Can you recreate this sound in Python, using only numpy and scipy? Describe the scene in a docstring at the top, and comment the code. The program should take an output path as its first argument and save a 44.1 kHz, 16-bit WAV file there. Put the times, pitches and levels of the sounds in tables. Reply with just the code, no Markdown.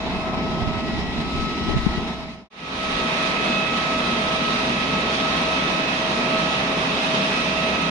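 """Jet exhaust rushes under a turbine whine that swells and sinks, a diesel drones and wind buffets the ports;
after a fade through silence the jets are nearer, and one spools up a little.
Jets idle on an open apron, heard first by the terminal, then by a jet bridge. Exhaust and wind are shaped
noise; blades, compressor, diesel and spooling engine are tones of wandering strength and phase."""
import sys
import numpy as np
from scipy import signal
from scipy.fft import irfft
from scipy.io import wavfile
from scipy.ndimage import uniform_filter1d

SR = 44100
rng = np.random.default_rng(int(sys.argv[2]) if len(sys.argv) > 2 else 0)


def waveform_to_disk(signal):
    """Save audio, clipped to [-1, 1], as 16-bit WAV at the path in sys.argv[1]."""
    frames = np.transpose(np.atleast_2d(signal))
    scaled = np.clip(frames, -1, 1) * 32767
    samples = np.round(scaled).astype(np.int16)
    wavfile.write(sys.argv[1], SR, samples)


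N = 348390


def gain_of(db):
    """Decibels to amplitude."""
    return 10 ** (np.asarray(db) / 20)


def evened(x):
    """Scales to an rms of one."""
    return x / np.sqrt(np.mean(abs(x) ** 2) + 1e-20)


def read(points, hz):
    """A spectrum joined by straight lines over log frequency."""
    f, value = np.transpose(points)
    return np.interp(np.log(hz + 1), np.log(f + 1), value)


def follow(rows, t):
    """Each column of a curve at the times t."""
    s, *columns = np.transpose(rows)
    return [np.interp(t, s, column) for column in columns]


def bump(t, peak_s, length_s):
    """A Gaussian rise and fall of height one; length is its half-width at 1/e."""
    return np.exp(-((t - peak_s) / length_s) ** 2)


def drift(width_hz):
    """Slow complex chance of rms one, within the given bandwidth."""
    step = 100  # samples between the drawn points
    f = np.fft.fftfreq(4096, step / SR)
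    phases = np.exp(2j * np.pi * rng.random(len(f)))
    z = np.fft.ifft(phases / np.sqrt(1 + (2 * f / width_hz) ** 4))
    return evened(np.interp(np.arange(N) / step, np.arange(len(f)), z))


def drift_pair(width_hz, same):
    """Slow chance at the two ports, partly shared."""
    same = np.clip(same, 0, 1)
    left = drift(width_hz)
    right = same * left + np.sqrt(1 - same ** 2) * drift(width_hz)
    return np.array([left, right])


def sides(lr_db):
    """Left and right gains of mean power one."""
    g = gain_of([lr_db / 2, -lr_db / 2])
    return g / np.sqrt(np.mean(g ** 2, 0))


def tone(hz, fading):
    """A tone on a pitch curve, with the wandering strength and phase that the air gives it."""
    angle = 2 * np.pi * np.cumsum(hz * np.ones(N)) / SR
    return np.sqrt(2) * (fading * np.exp(1j * angle)).real


def exhaust(spectrum, same, side, level_db, patchy_db, flutter_db, wander_db):
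    """Jet mixing noise; turbulence makes it swell and flutter, the treble most."""
    # treble colour of the microphone ports, which ring near 9 kHz: f/Hz, gain/dB
    port_colour = [(6900, 0), (7400, -6), (7700, 2), (8200, -4), (8450, -0.5), (9050, 12.5), (9600, -7.5),
                   (10200, -21), (11300, -21), (12200, -30.5), (13700, -19.5), (15300, -35)]
    # the air carries the exhaust over more or less strongly: peak t/s, length/s, change/dB
    rush_swells = [(.14, 0.064, 1), (1.59, 0.38, 4), (2.322, 0.18, 5), (3.277, 0.088, 2.5),
                   (3.67, 0.033, -2), (4.14, 0.053, 0), (5.3, 0.64, 1.5), (6.53, 0.03, 0),
                   (7.304, 0.47, 2.5)]
    # how far each frequency follows the swells: f/Hz, share
    swell_share = [(600, 0.044), (2400, 0.25), (5200, 0.88)]
    # movement of the middle of the roar: t/s, change/dB before its band share
    roar_level = [(0, 3), (.6, 1.5), (.75, 1.5), (1.5, -3), (2.3, 0.5), (3.0, -0.1), (4.8, -0.8), (5.1, 0),
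                  (6.25, 1), (6.7, 1), (7.9, -0.5)]
    # band that this moves: f/Hz, share
    roar_band = [(300, 0), (650, 0.86), (950, 0.71), (1500, 0.3), (2000, 0)]
    window, hop = 2048, 512
    hz = np.fft.rfftfreq(window, 1 / SR)
    t = np.arange(N // hop + 3) * hop / SR

    def framed(x):
        return evened(np.interp(t * SR, np.arange(N), x))

    a, b, c, d, patches = rng.standard_normal((5, len(t), len(hz)))
    patches = uniform_filter1d(patches, size=9, axis=0)
    patches = evened(uniform_filter1d(patches, size=40, axis=1))
    field_db = level_db + read(spectrum, hz) + read(port_colour, hz) + patchy_db * patches

    swell_db = sum(db * bump(t, s, length) for s, length, db in rush_swells)
    swell_db += wander_db * framed(drift(6).real)
    field_db += np.outer(swell_db, read(swell_share, hz))
    field_db += np.outer(follow(roar_level, t)[0], read(roar_band, hz))
    flutter_share = read([(300, 0.087), (4000, 0.44)], hz)
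    field_db += flutter_db * np.outer(framed(drift(55).real), flutter_share)

    likeness = np.clip(read(same, hz), -1, 1)
    left = a + 1j * b
    right = likeness * left + np.sqrt(1 - likeness ** 2) * (c + 1j * d)
    z = np.array([left, right]) * gain_of(field_db) * sides(read(side, hz))[:, None]
    _, rush = signal.istft(z.transpose(0, 2, 1), SR, nperseg=window, noverlap=window - hop, scaling="psd")
    return rush[:, :N]


def whine(partials, blade_hz, twin_db):
    """Blade tones swell and sink in the air and beat with a slower twin; scattered paths differ at each port."""
    # scattered paths make each harmonic waver: harmonic, share of the direct sound
    whine_scatter = [(1, .08), (2, .07), (3, .25), (4, .22)]
    # the second turbine runs slightly flat: t/s, lag/Hz at the first harmonic
    twin_flat = [(3.0, 2.75), (4.3, 2.7), (4.9, 3.4), (5.8, 3.85), (6.3, 3.1), (6.75, 2.3), (7.9, 2.25)]
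    in_step_s, twin_tilt_db, scatter_hz = 3.2, -4, 6  # the twin is duller: tilt is per harmonic
    t = np.arange(N) / SR
    speed_hz = blade_hz + 0.24 * drift(0.92).real
    lag_turns = np.cumsum(follow(twin_flat, t)[0]) / SR
    lag_turns -= np.interp(in_step_s, t, lag_turns)
    out = np.zeros((2, N))
    for k, (curve, (_, scatter)) in enumerate(zip(partials, whine_scatter), 1):
        level_db, side_db = follow(curve, t)
        twin = gain_of(twin_db + twin_tilt_db * k) * np.exp(-2j * np.pi * k * lag_turns)
        fading = evened(1 + twin + scatter * drift_pair(scatter_hz, 0))
        out += gain_of(level_db) * sides(side_db) * tone(k * speed_hz, fading)
    return out


def narrow_tones(rows, side, same, steady):
    """Machine tones, each a steady core blurred by reflections and unsteady running."""
    out = np.zeros((2, N))
    for hz, width_hz, db in rows:
        fading = evened(steady + drift_pair(width_hz, same))
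        out += gain_of(db) * sides(read(side, hz))[:, None] * tone(hz, fading)
    return out


def by_terminal():
    """Farther from the jets: a duller, quieter rush; the whine comes and goes as the microphone moves."""
    # exhaust noise: f/Hz, relative density/(dB per Hz)
    rush_spectrum = [(25, -63), (105, -61.5), (170, -50), (245, -49), (300, -57.5), (350, -55), (400, -57),
                     (530, -67), (680, -60.5), (920, -61.5), (1040, -61.5), (1150, -67), (1400, -68),
                     (1600, -72), (2100, -65), (2450, -68.5), (2950, -68.5), (3350, -70.5), (3700, -70),
                     (3950, -68.5), (4400, -76), (4900, -76.5), (5200, -75), (6100, -85.5), (6850, -87),
                     (7400, -91.5), (9100, -102.5), (10200, -87.5)]
    # left-right likeness: f/Hz, correlation (-1 to 1)
    same_at = [(60, 0.3), (290, 0.9), (640, 1), (1410, 0.2), (3100, -0.43), (6800, 0)]
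    # balance: f/Hz, left minus right/dB
    side_at = [(100, -4), (240, 0.5), (1000, -0.5), (3000, -1.5), (4500, 0.5), (6500, 5.5), (7600, 2),
               (9000, 5)]
    # whine, a curve for each of the first four blade harmonics: t/s, level/dB, left minus right/dB
    whine_curves = [
        [(0, -37, 4), (.32, -34, 2), (.55, -37, 7), (.9, -36.5, 2), (1.12, -52, 13), (1.45, -43, 7),
         (1.6, -54, 5), (1.8, -57, 2), (1.92, -40.5, 0), (2.05, -42.5, 3), (2.25, -35.5, 5)],
        [(.1, -47, 4), (.3, -37, 18), (.75, -35.5, -2), (1.05, -46, 12), (1.3, -35.5, 7), (1.45, -30.5, 5),
         (1.6, -37.5, 5), (1.72, -34, 4), (1.9, -37.5, 7), (2.3, -41.5, -6)],
        [(.3, -53, -3), (.7, -46, 6), (.9, -40, 5), (1.0, -38.5, 7), (1.1, -37, 1), (1.3, -57, 1),
         (1.7, -42, -3), (1.85, -50, 6), (1.98, -41, -2), (2.1, -58, 0)],
        [(0, -38, -8), (.09, -53, -7), (.17, -38.5, -9), (.27, -56, -5), (.45, -50, -7), (.62, -60, 0),
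         (.78, -45, 3), (1.0, -52, -2), (1.3, -45.5, 0), (1.8, -53, -2), (2.0, -59, 2)],
    ]
    # thin compressor tones: f/Hz, width/Hz, level/dB
    compressor_tones = [(2562, 5, -50), (3226, 12, -55), (3648, 14, -62), (3871, 16, -58),
                        (3910, 14, -59.5), (4517, 8, -60.5), (5125, 10, -59.5), (6944, 10, -71),
                        (7687, 14, -77), (8716, 14, -81), (9065, 14, -76)]
    # diesel, near multiples of its shaft speed: f/Hz, width/Hz, level/dB
    diesel_tones = [(62.9, 4.7, -38.5), (229, 30, -38.5)]
    rush = exhaust(rush_spectrum, same_at, side_at,
                   level_db=-0.66, patchy_db=1.1, flutter_db=3.0, wander_db=1.0)
    blades = whine(whine_curves, blade_hz=645.5, twin_db=-18)
    compressor = narrow_tones(compressor_tones, side_at, same=0.3, steady=.8)
    diesel = narrow_tones(diesel_tones, side_at, same=0.7, steady=4.6)
    return rush + blades + compressor + diesel


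def port_rumble(edge_hz):
    """Low pressure noise of air moving over a port."""
    hz = np.fft.rfftfreq(N, 1 / SR)
    shape = hz ** 2 / (hz ** 2 + 18 ** 2) / np.sqrt(1 + (hz / edge_hz) ** 6)
    phases = np.exp(2j * np.pi * rng.random(len(hz)))
    return evened(irfft(shape * phases, N))


def breeze(edge_hz, lumpy_db, lump_hz, side_db):
    """Small eddies come at random, unrelated at each port, as the breeze rises and dies away."""
    # the breeze as a whole: peak t/s, length/s, level at the peak/dB
    s, length, db = (1.05, 1.2, -37)
    lumps = evened(gain_of(lumpy_db * drift_pair(lump_hz, 0).real))
    rumble = np.array([port_rumble(edge_hz), port_rumble(edge_hz)])
    rise_and_fall = bump(np.arange(N) / SR, s, length)
    return gain_of(db) * sides(side_db)[:, None] * rise_and_fall * lumps * rumble


def wind(level_db):
    """Each strong eddy is a short swell of low pressure noise, with its own upper edge."""
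    # strongest eddies: peak t/s, length/s, relative level/dB, upper edge f/Hz, power share on the right (0-1)
    eddies = [(.662, 0.079, -18, 190, 0.97), (0.772, 0.03, -19.5, 250, .88),
              (0.943, 0.069, -23.5, 260, 0.97), (1.36, 0.022, -18, 232, 0.9), (1.386, 0.032, -17, 45, 0),
              (1.104, .03, -21, 45, .2), (1.618, 0.015, -15.5, 260, 0.13), (1.7, 0.029, -16, 336, 0),
              (1.744, 0.011, -18, 400, 0.03), (1.769, 0.019, -13, 170, 1), (1.806, 0.11, -21, 48, 0),
              (1.984, .012, -14, 220, 0.03), (1.877, .04, -20, 60, 0.2), (2.767, 0.034, -26, 70, .5),
              (2.94, 0.076, -29, 70, 0.6)]
    t, out = np.arange(N) / SR, np.zeros((2, N))
    for s, length, db, edge_hz, right in eddies:
        right = np.clip(right, 0, 1)
        pan = np.sqrt([[1 - right], [right]])
        out += pan * gain_of(db + level_db) * port_rumble(edge_hz) * bump(t, s, length)
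    return out


def buffet(push):
    """A sharp eddy hits the left port: a quickly damped thud, then a low suction."""
    # the hit: onset t/s, scale of thud and shove/dB, pitch f/Hz, decay/s
    s, db, hz, decay = (1.8645, -2.5, 200, .0028)
    age = np.maximum(np.arange(N) / SR - s, 0)
    u = age / decay
    thud = -u * np.exp(1 - u) * np.cos(2 * np.pi * hz * age)
    shove = push * u * (1 - u / 4) * np.exp(-u / 2)  # turns to suction after four decays
    return np.array([[1], [.03]]) * gain_of(db) * (thud + shove)


def spooling():
    """Neighbouring shaft orders climb together, and grow, as the engine on the right gathers speed."""
    # speed and strength: t/s, shaft f/Hz, relative level/dB
    speed_curve = [(2.5, 112.4, -1), (3.7, 113.05, -1), (5.0, 113.4, 0), (5.7, 113.6, -3), (6.3, 114.7, 3),
                   (7.0, 116.1, 2.5), (7.3, 116.6, 5), (7.9, 117.65, 4)]
    # tones: multiple of the shaft speed, relative level/dB
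    shaft_orders = [(21, -50), (22, -42.5), (23, -43.5), (24, -51)]
    shaft_hz, level_db = follow(speed_curve, np.arange(N) / SR)
    tones = np.zeros((2, N))
    for k, db in shaft_orders:
        fading = evened(.6 + drift_pair(4, .6))
        tones += gain_of(db) * tone(k * shaft_hz, fading)
    return sides(-6)[:, None] * gain_of(level_db) * tones


def by_bridge():
    """Nearer to the jets, which stand a little to the right."""
    # exhaust noise: f/Hz, relative density/(dB per Hz)
    rush_spectrum = [(25, -73.5), (50, -63), (105, -68), (170, -55), (260, -56), (450, -58), (1200, -57),
                     (1500, -61.5), (2500, -58.5), (3100, -62), (3800, -62), (4700, -70), (5450, -72),
                     (6100, -75), (6700, -81), (7100, -82), (8200, -91)]
    # left-right likeness: f/Hz, correlation (-1 to 1)
    same_at = [(60, 0.98), (130, 1), (290, 0.93), (640, 0.63), (1410, -0.41), (3100, -0.17),
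               (6820, 0.000047), (15000, -0.01)]
    # balance: f/Hz, left minus right/dB
    side_at = [(60, -0.5), (99, 1), (160, 0), (270, 1), (450, 0.5), (740, -3.5), (1220, -0.5), (2010, -5),
               (3330, -5.5), (5500, -1), (9080, 3.5), (15000, 8)]
    # whine, a curve for each of the first four blade harmonics: t/s, level/dB, left minus right/dB
    whine_curves = [
        [(2.7, -39, 4), (3.1, -35.5, 2), (3.55, -34, 2.5), (4.1, -35.5, -2), (4.4, -32.5, -3),
         (4.85, -39.5, -2), (5.25, -35, 8), (5.5, -34, 3), (5.8, -35.5, 4), (6.05, -33, -1), (6.38, -29.5, -3),
         (6.65, -34.5, -1), (6.9, -33, 1), (7.2, -31.5, 6), (7.45, -31, -4), (7.68, -31, -2), (7.9, -39, 3)],
        [(2.6, -35, -1), (2.82, -32, 1), (3.0, -33, 8), (3.5, -34, 1), (3.8, -30, 0), (4.25, -32.5, -1.5),
         (4.6, -30.5, 5), (4.67, -42, 14), (4.8, -33, 2), (5.03, -32, 5), (5.14, -40, -10), (5.27, -29.5, 1),
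         (5.36, -34.5, 4), (5.45, -33, 11), (5.62, -32.5, 11), (5.8, -34, 7), (5.95, -45, 6), (6.2, -34, -1),
         (6.42, -31, -6), (6.72, -39.5, -5), (7.22, -40, 0), (7.5, -37, 1), (7.87, -32, -11)],
        [(3.0, -43.5, 0), (3.6, -43.5, -4), (4.0, -44.5, -3), (5.5, -44, 4), (6.1, -42.5, 0), (6.7, -40.5, -4),
         (7.03, -49, -6), (7.42, -40.5, -4), (7.9, -41.5, -6)],
        [(2.75, -47, -6), (3.05, -36.5, -11), (3.35, -39, -1), (3.57, -26.5, -7), (3.8, -40, -5),
         (4.13, -34, -8), (4.28, -55, -3), (4.47, -35.5, -12), (4.6, -44, 0), (4.75, -37.5, 1),
         (5.0, -39.5, -7), (5.12, -55, -3), (5.3, -35.5, -4), (5.6, -35.5, -14), (5.88, -32, -16),
         (6.05, -49, -7), (6.3, -37, -13), (6.7, -38, -9), (7.0, -37, 0), (7.3, -36, -14), (7.9, -35, -14)],
    ]
    # thin compressor tones: f/Hz, width/Hz, level/dB
    compressor_tones = [(3215, 11, -44), (3605, 11, -51), (3639, 14, -48.5), (3860, 16, -48),
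                        (3886, 16, -51), (4501, 24, -57.5), (4823, 28, -55.5), (5450, 40, -62),
                        (6105, 16, -62), (6918, 14, -60.5), (9022, 20, -64)]
    # diesel, firing tone then overtones: f/Hz, width/Hz, level/dB (relative for the overtones)
    diesel_tones = [(64.6, 2, -46), (133, 8, -48), (165, 14, -41), (197, 15, -38.5), (236, 11, -37.3),
                    (266, 7, -39.7), (424, 10, -45.5)]
    # movement of the diesel's overtones: t/s, change/dB
    overtone_level = [(2.7, 1), (3.2, -2), (3.45, 3), (3.85, 0), (4.3, 1.5), (4.9, 4), (5.5, 1), (6.5, 1.5),
                      (7.1, 3.5), (7.4, 0), (7.9, 3)]
    rush = exhaust(rush_spectrum, same_at, side_at,
                   level_db=-0.3, patchy_db=0.63, flutter_db=1.95, wander_db=.4)
    blades = whine(whine_curves, blade_hz=643.1, twin_db=-4.2)
    compressor = narrow_tones(compressor_tones, side_at, same=.5, steady=.9)
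    firing = narrow_tones(diesel_tones[:1], side_at, same=1.0, steady=1.4)
    overtones = narrow_tones(diesel_tones[1:], side_at, same=0.95, steady=.3)
    overtones *= gain_of(follow(overtone_level, np.arange(N) / SR)[0])
    return rush + blades + compressor + firing + overtones + spooling()


def scene():
    """The first place fades to silence and the second fades in; the breeze dies away across the change."""
    cut_s, silence_s = 2.494, .014
    fade_out_s, fade_out_power, fade_in_s = .5, 1.1, .49
    t = np.arange(N) / SR
    air = breeze(edge_hz=58, lumpy_db=9.5, lump_hz=16, side_db=0) + wind(level_db=-4.5) + buffet(push=0.32)
    apron = np.where(t < cut_s, by_terminal(), by_bridge()) + air
    away_s = np.maximum(abs(t - cut_s) - silence_s / 2, 0)
    fade_out = (away_s / fade_out_s) ** fade_out_power
    fade_in = away_s / fade_in_s
    return apron * np.minimum(np.where(t < cut_s, fade_out, fade_in), 1)


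def record(dry):
    """Limits the band with a linear-phase low-pass, after a soft start and stop."""
    edge_hz, end_fade_s = 15300, .004
    t = np.arange(N) / SR
    ends = np.minimum(np.minimum(t, t[::-1]) / end_fade_s, 1)
    low_pass = signal.firwin(511, edge_hz, window=("kaiser", 9), fs=SR)
    return signal.oaconvolve(dry * ends, low_pass[None], "same")


dry = scene()
out = record(dry)
waveform_to_disk(out)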